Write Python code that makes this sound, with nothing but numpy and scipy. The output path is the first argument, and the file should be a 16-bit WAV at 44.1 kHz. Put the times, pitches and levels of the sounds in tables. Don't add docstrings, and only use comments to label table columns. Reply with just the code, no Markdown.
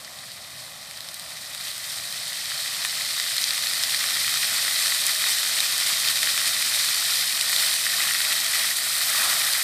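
import sys
import numpy as np
from scipy import signal
from scipy.fft import rfft, irfft, next_fast_len
from scipy.io import wavfile
from scipy.ndimage import uniform_filter1d, map_coordinates

SR = 44100
rng = np.random.default_rng(int(sys.argv[2]) if len(sys.argv) > 2 else 0)


def amp(db):
    return 10 ** (np.asarray(db, float) / 20)


def write(x):
    x = np.atleast_2d(x).T
    wavfile.write(sys.argv[1], SR, np.round(np.clip(x, -1, 1) * 32767).astype(np.int16))


N = 424683

FULL_DB = -27
THUD_S, THUD_LENGTH_S, THUD_DB = 9.27, 0.14, 4.5

# (time [s], half length [s], swell [dB])
CARS = [(.3, .3, 2.8), (2.05, 0.082, 2.7), (4.3, .3, 5.6), (6.3, 0.35, 3), (6.75, .1, 3.4), (8, .1, 3),
        (8.6, .1, 2), (9.3, .1, 3.7)]


def along(points, hz):
    point_hz, value = np.transpose(points)
    return np.interp(np.log(hz + 1), np.log(point_hz + 1), value)


def unit(x):
    return x / np.sqrt(np.mean(x ** 2) + 1e-20)


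def curves(rows):
    time_s, *columns = np.transpose(rows)
    return [np.interp(np.arange(N) / SR, time_s, column) for column in columns]


def swells(rows):
    t = np.arange(0, N + 64, 64) / SR
    time_s, half_s, *columns = np.transpose(rows)
    bells = np.exp(-.5 * ((t[:, None] - time_s) / half_s) ** 2)
    return [np.interp(np.arange(N) / SR, t, bells @ column) for column in columns]


def wobble(rate_hz):
    coarse = np.arange(0, N + 64, 64)
    knots = rng.standard_normal(int(N * 60 / SR) + 4)
    values = map_coordinates(knots, [coarse * min(rate_hz, 59) / SR])
    return np.interp(np.arange(N), coarse, values)


def filtered(x, response):
    m = next_fast_len(N + 8192)
    return irfft(rfft(x, m) * response(np.fft.rfftfreq(m, 1 / SR)), m)[..., :N]


def causal(db):
    cepstrum = irfft(db * np.log(10) / 20)
    i = np.arange(len(cepstrum))
    fold = np.where(i < len(i) // 2, 2, 0) / np.where(i == 0, 2, 1)
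    return np.exp(rfft(cepstrum * fold))


def shell_db(hz):
    # (centre [Hz], width [Hz], gain [dB])
    resonances = [(432, 69, -8.5), (959, 93, -5), (1200, 130, -0.5), (1605, 116, -4), (1910, 267, 5),
                  (2206, 103, -4), (2490, 130, 1.5), (2795, 153, -4.5), (3110, 160, 2), (3450, 160, -2),
                  (3690, 150, 2.5), (5600, 90, -2), (6110, 71, -5), (6620, 92, -4), (7180, 140, -3),
                  (14900, 300, 5), (15450, 150, 1)]
    return sum(db * np.exp(-.5 * ((hz - c) / w) ** 2) for c, w, db in resonances)


def coloured(spectrum):
    noise = rng.standard_normal(N)
    return unit(filtered(noise, lambda hz: amp(along(spectrum, hz) + shell_db(hz))))


def size_levels():
    # (time [s], flow of landing water [dB], how broken the columns are [0-1])
    jets = [(0, -43.5, 0.1), (.8, -43, 0.14), (1.45, -39.5, 0.3), (1.75, -37, 0.25), (2.4, -33, 0.03),
            (3, -30, 0.04), (3.6, -28.5, .2), (4.3, -27, 0.34), (5, -27.5, 0.45), (6, -26.5, .3),
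            (7, -26.5, 0.37), (7.4, -28, 0.54), (7.9, -28, 0.67), (8.4, -27.5, 0.58), (8.8, -29, 0.95),
            (9.2, -27.5, 1), (9.63, -29, .9)]
    # (time [s], half length [s], swell [dB], weight [dB])
    sheets = [(.25, 0.074, 0.5, 0), (.62, 0.037, 2.5, -1), (1.68, 0.034, 3.5, -0.5), (1.92, 0.043, 3, -2.5),
              (2.62, 0.035, 1.5, -1), (2.8, 0.045, 0, 2.5), (3.43, 0.029, 1.5, -2.5), (4.05, 0.031, 0, 2),
              (4.55, 0.067, 0.5, 2), (4.85, 0.073, 2, 0), (5.1, .03, 1.5, 0), (5.3, 0.035, 2.5, 0.5),
              (5.6, .06, 0.5, 1.5), (5.89, 0.027, 2, 0.5), (6.08, 0.019, 2, 1.5), (6.27, .04, 1, 0.5),
              (6.46, 0.024, 1, 1.5), (6.8, 0.089, 1, 0), (7.15, 0.069, 1.5, -0.5), (7.63, 0.095, 3.5, -0.5),
              (8.03, .08, 1, 3.5), (8.3, 0.05, 1, 2), (8.6, 0.064, 1.5, 3.5), (9.27, 0.18, 1.5, 2),
              (9.56, 0.051, 1, 1.5)]
    # (level over flow [dB], growth with flow [dB/dB], gain when fully broken [dB], share of sheet weight [0-1])
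    answers = [
        (-7, 0.89, 1.5, 1),
        (0, 1.01, 0, 0.088),
        (-4.5, 0.99, 3, .1),
        (-9, 0.97, 6, 0),
    ]
    flow_db, broken = curves(jets)
    swell_db, weight_db = swells(sheets)
    levels = []
    for db, grows, broken_db, heavy in answers:
        steady_db = FULL_DB + db + grows * (flow_db - FULL_DB)
        levels.append(steady_db + broken_db * broken + swell_db + heavy * weight_db)
    return levels


def size_colour(low_hz, high_hz):
    # (frequency [Hz], density [dB per Hz])
    water_colour = [(500, -10), (800, -14.5), (1300, -9), (2000, -5.5), (3000, -5.5), (4200, 0),
                    (5500, -3.5), (6600, -7.5), (8500, -5), (9400, -5), (10200, -11), (12200, -8.5),
                    (13600, -11.5), (15500, -21.5)]
    hz = np.fft.rfftfreq(4096, 1 / SR)
    edge_db = -10 * np.log10((1 + (low_hz / (hz + 1)) ** 8) * (1 + (hz / high_hz) ** 8))
    response = irfft(causal(along(water_colour, hz) + shell_db(hz) + edge_db))
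    return response / np.linalg.norm(response)


def impacts(rate_hz, spread_db, clump):
    hit = rng.random(N) < rate_hz / SR * clump
    return hit * amp(np.minimum(2 * spread_db * rng.exponential(1, N), 24))


def burst(power, t60_s):
    t = np.arange(900) / SR
    shape = amp(-120 * t / t60_s) * (1 - np.exp(-t / 0.00024))
    envelope = np.sqrt(np.abs(signal.oaconvolve(power, shape / shape.sum())[:N]))
    return envelope * rng.standard_normal(N)


def plops(rate_hz, centre_hz, cycles):
    when, pitch, rarity = np.split(rng.random((6000, 3))[:int(rate_hz * N / SR)], 3, axis=1)
    hz = centre_hz * np.exp(1.314 * (pitch - .5))
    turns = hz * np.arange(300) / SR
    tone = np.sin(2 * np.pi * turns * (1 + 0.012 * turns))
    ring = tone * np.exp(-turns / cycles) * (1 - np.exp(-2 * turns))
    strength = (rarity + 0.081) ** -.5
    at = (when * N).astype(int) + np.arange(300)
    return unit(np.bincount(at.ravel(), (strength * ring).ravel(), N + 400)[:N])


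def steadied(x, seconds):
    return x / np.sqrt(np.abs(uniform_filter1d(x ** 2, int(seconds * SR))) + 1e-9)


def splats(size, t60_s):
    # (time [s], peak [dB], body [dB], fizz [dB])
    ticks = [(0.0468, -23, -9, -22), (0.1875, -27, -15, -14), (0.3167, -25, -19, -16),
             (0.9103, -25, -4, -12), (0.9732, -24, -19, -16), (1.0056, -20, -17, -16),
             (1.0867, -18.5, -14, -20), (1.1423, -22, -25, -7.5), (1.196, -24, -13, -12),
             (1.3049, -24, -16, -13), (1.5474, -20, -7, -13), (1.5778, -23.5, -11, -12),
             (1.6096, -20, -17, -18), (1.6511, -21, -15, -16), (1.7794, -27, -14, -6),
             (1.8414, -20, -19, -15), (2.1246, -18, -14, -14), (2.2797, -20, -15, -13),
             (2.3306, -17, -17, -16), (2.4563, -19, -17, -13),
             (2.8483, -17, -8, -9), (3.1986, -11, -12, -22), (3.381, -9, -23, -20),
                   (3.44, -5, -27, -25), (3.5063, -9, -11, -22), (3.6694, -9.5, -10, -19),
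                   (3.8355, -8.5, -10, -17), (3.9453, -10, -19, -17), (4.1513, -15, -19, -21),
                   (4.3398, -11, -12, -14), (4.4444, -11, -17, -16), (5.0654, -12.5, -21, -5),
                   (5.4303, -10.5, -7, -20), (5.6035, -8.5, -14, -13), (5.7792, -11, -10, -12),
                   (6.086, -8, -19, -20), (6.23, -5.5, -13, -19), (6.377, -9, -7, -15),
                   (6.4755, -14, -19, -9), (6.6228, -11, -8, -13), (6.7938, -10, -20, -16),
                   (6.9449, -10, -13, -17), (7.1559, -9.5, -18, -18), (7.324, -12, -20, -17),
                   (7.4105, -7, -18, -16), (7.5623, -8, -16, -14), (8.3263, -13, -24, -11),
                   (9.5333, -7, -28.5, -21)]
    # (time [s], peak [dB], brightness [dB])
    slaps = [(2.5172, -18, -6), (2.8487, -9.5, -14), (3.0086, -15, -10), (3.1981, -25, -1),
             (3.5783, -19, -7), (3.9449, -17, -3), (4.0392, -13, -12), (4.1682, -14, -7),
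             (4.278, -14.5, -5), (4.6788, -15.5, -7), (4.8225, -15, 3), (4.9205, -15, -5), (5.094, -17, 3),
             (5.2388, -14, -5), (6.2297, -15, -1), (6.2716, -13, -7), (6.3756, -15, -3), (6.609, -22, -5),
             (6.798, -19, 0), (6.8402, -18, -4), (7.3891, -20, -1), (7.5283, -15, -8), (7.865, -13, -13),
             (8.1085, -14, -12), (8.1474, -15.5, -10), (8.2037, -14.5, 2), (8.4198, -17, -9),
             (9.0128, -13.5, -5), (9.2184, -19, -11), (9.3297, -14, -8)]
    slap_share_db = [13.5, 9.8, 6, 2]
    tick_share_db = [13.5, 9.9, 21.5, 13]
    slap_lag_s, slap_click_db, slap_puff_db = 0.00179, -2.5, -4.5
    tick_lag_s, tick_click_db, tick_puff_db = 0.00119, -0.5, -3.5

    slap_s, peak_db, bright_db = np.transpose(slaps)
    tick_s, tick_peak_db, body_db, fizz_db = np.transpose(np.array(ticks))
    slap_db = peak_db + slap_share_db[size] + (size > 0) * bright_db
    tick_db = tick_peak_db + tick_share_db[size] + [body_db, 0, fizz_db, fizz_db][size]

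    puff_at = np.round(np.r_[slap_s, tick_s] * SR).astype(int)
    puff_power = amp(2 * np.r_[slap_db + slap_puff_db, tick_db + tick_puff_db])
    click_at = np.round(np.r_[slap_s + slap_lag_s, tick_s + tick_lag_s] * SR).astype(int)
    click_level = amp(np.r_[slap_db + slap_click_db, tick_db + tick_click_db])
    return burst(np.bincount(puff_at, puff_power, N), t60_s) - np.bincount(click_at, click_level, N)


def water():
    # (low [Hz], high [Hz], impacts [1/s], size spread [dB], burst t60 [s], smooth rush [dB])
    sizes = [
        (947, 2865, 300, 4.5, 0.009, 0.5),
        (2850, 6620, 500, 6, 0.0086, 3),
        (6940, 10200, 500, 6.5, 0.007, 3.5),
        (10200, 16200, 500, 11, 0.0082, 2),
    ]
    surge = wobble(40)
    whole = impacts(150, 2.3, amp(2.1 * surge))
    out = np.zeros(N)
    for k, (level_db, row) in enumerate(zip(size_levels(), sizes)):
        low_hz, high_hz, rate_hz, spread_db, t60_s, rush_db = row
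        own = impacts(rate_hz, spread_db, amp(2.5 * wobble(30)))
        strikes = unit(burst(own / own.mean() + 0.43 * whole / whole.mean(), t60_s))
        clicks = unit(np.sqrt(own) - np.sqrt(own).mean())
        strikes = strikes - 0.5 * clicks
        rush = amp(rush_db) * rng.standard_normal(N)
        pockets = amp(-16.5) * plops(170, np.sqrt(low_hz * high_hz), 4.6)
        flow = amp(0.41 * surge + 0.43 * wobble(32)) * (unit(strikes + rush) + pockets)
        falling = amp(level_db) * steadied(flow, 0.085)
        near = splats(k, 1.6 * t60_s)
        out += signal.oaconvolve(falling + near, size_colour(low_hz, high_hz))[:N]
    return out


def drone():
    # (city [dB], share of a car's swell [0-1], drumming over lumps [dB], growth with lumps [dB/dB])
    parts = [
        (-66, 0.96, -28.5, 0.74),
        (-52, .2, -17, 0.83),
    ]
    # (frequency [Hz], density [dB per Hz])
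    colours = [
        [(120, -41), (220, 2), (300, 1.5), (420, 3), (600, -21)],
        [(350, -14.5), (500, -3), (640, -0.5), (900, -3.5), (1200, -1.5), (2500, -54)],
    ]
    cars_db, = swells(CARS)
    thud_db, = swells([(THUD_S, THUD_LENGTH_S, THUD_DB)])
    lumps_db = size_levels()[0] + thud_db
    out = 0
    for (city_db, share, drum_db, grows), colour in zip(parts, colours):
        city = amp(city_db + share * cars_db)
        drumming = amp(FULL_DB + drum_db + grows * (lumps_db - FULL_DB))
        out = out + np.hypot(city, drumming) * amp(0.84 * wobble(12)) * coloured(colour)
    return out


def traffic():
    # (frequency [Hz], density [dB per Hz])
    hum = [(20, -42), (40, -11), (70, -7), (130, -0.5), (200, -6), (300, -25), (600, -45)]
    steady_db = -59.5
    cars_db, = swells(CARS)
    return amp(steady_db + cars_db + 0.93 * wobble(4)) * coloured(hum)


def pump():
    # (multiple of pump speed [-], level [dB])
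    multiples = [(4, -78), (5, -67), (6, -76), (7, -79), (8, -65), (9, -67), (10, -64.5), (11, -74),
                 (13, -72), (15, -79)]
    speed_hz = 15.0
    turns = np.cumsum(speed_hz * (1 + 0.0013 * wobble(1.47))) / SR
    out = np.zeros(N)
    for k, db in multiples:
        out += amp(db + 1.4 * wobble(1.74)) * np.sin(2 * np.pi * (k * turns + rng.random()))
    return out


def plunge():
    # (frequency [Hz], density [dB per Hz])
    roar = [(400, -28), (700, -6.5), (1150, 1), (1700, -2), (2600, -30)]
    level_db = -35.5
    bell, = swells([(THUD_S, 1.04 * THUD_LENGTH_S, 1)])
    return amp(level_db + 1.8 * wobble(30)) * bell * coloured(roar)


def scene():
    front = water() + drone() + traffic() + pump() + plunge()
    return np.array([front, front])


def roll_off(x):
    return signal.sosfilt(signal.butter(12, 16850, fs=SR, output="sos"), x)


def record(dry):
    # (centre [Hz], width [Hz], side share, + left [-])
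    port_resonances = [(1870, 340, 0.22), (9800, 590, -0.28)]
    # (low [Hz], high [Hz])
    apart_bands = [(1640, 2330), (8960, 10330)]
    low_cut_hz, top_hz = 45, 15540

    def microphone(f):
        return (f < top_hz) * f ** 2 / (f ** 2 + low_cut_hz ** 2)

    def ports(f):
        kept = sum((f > low) & (f < high) for low, high in apart_bands)
        return kept * sum(g * 1j * f * w / (c * c - f * f + 1j * f * w) for c, w, g in port_resonances)

    mid = filtered(dry.mean(axis=0), microphone)
    scatter = rng.standard_normal(4000) / np.sqrt(4000)
    scattered = amp(-5) * signal.oaconvolve(mid, scatter, "same")
    side = filtered(mid + scattered, ports)
    return roll_off(np.array([mid + side, mid - side]))


dry = scene()
out = record(dry)
write(out)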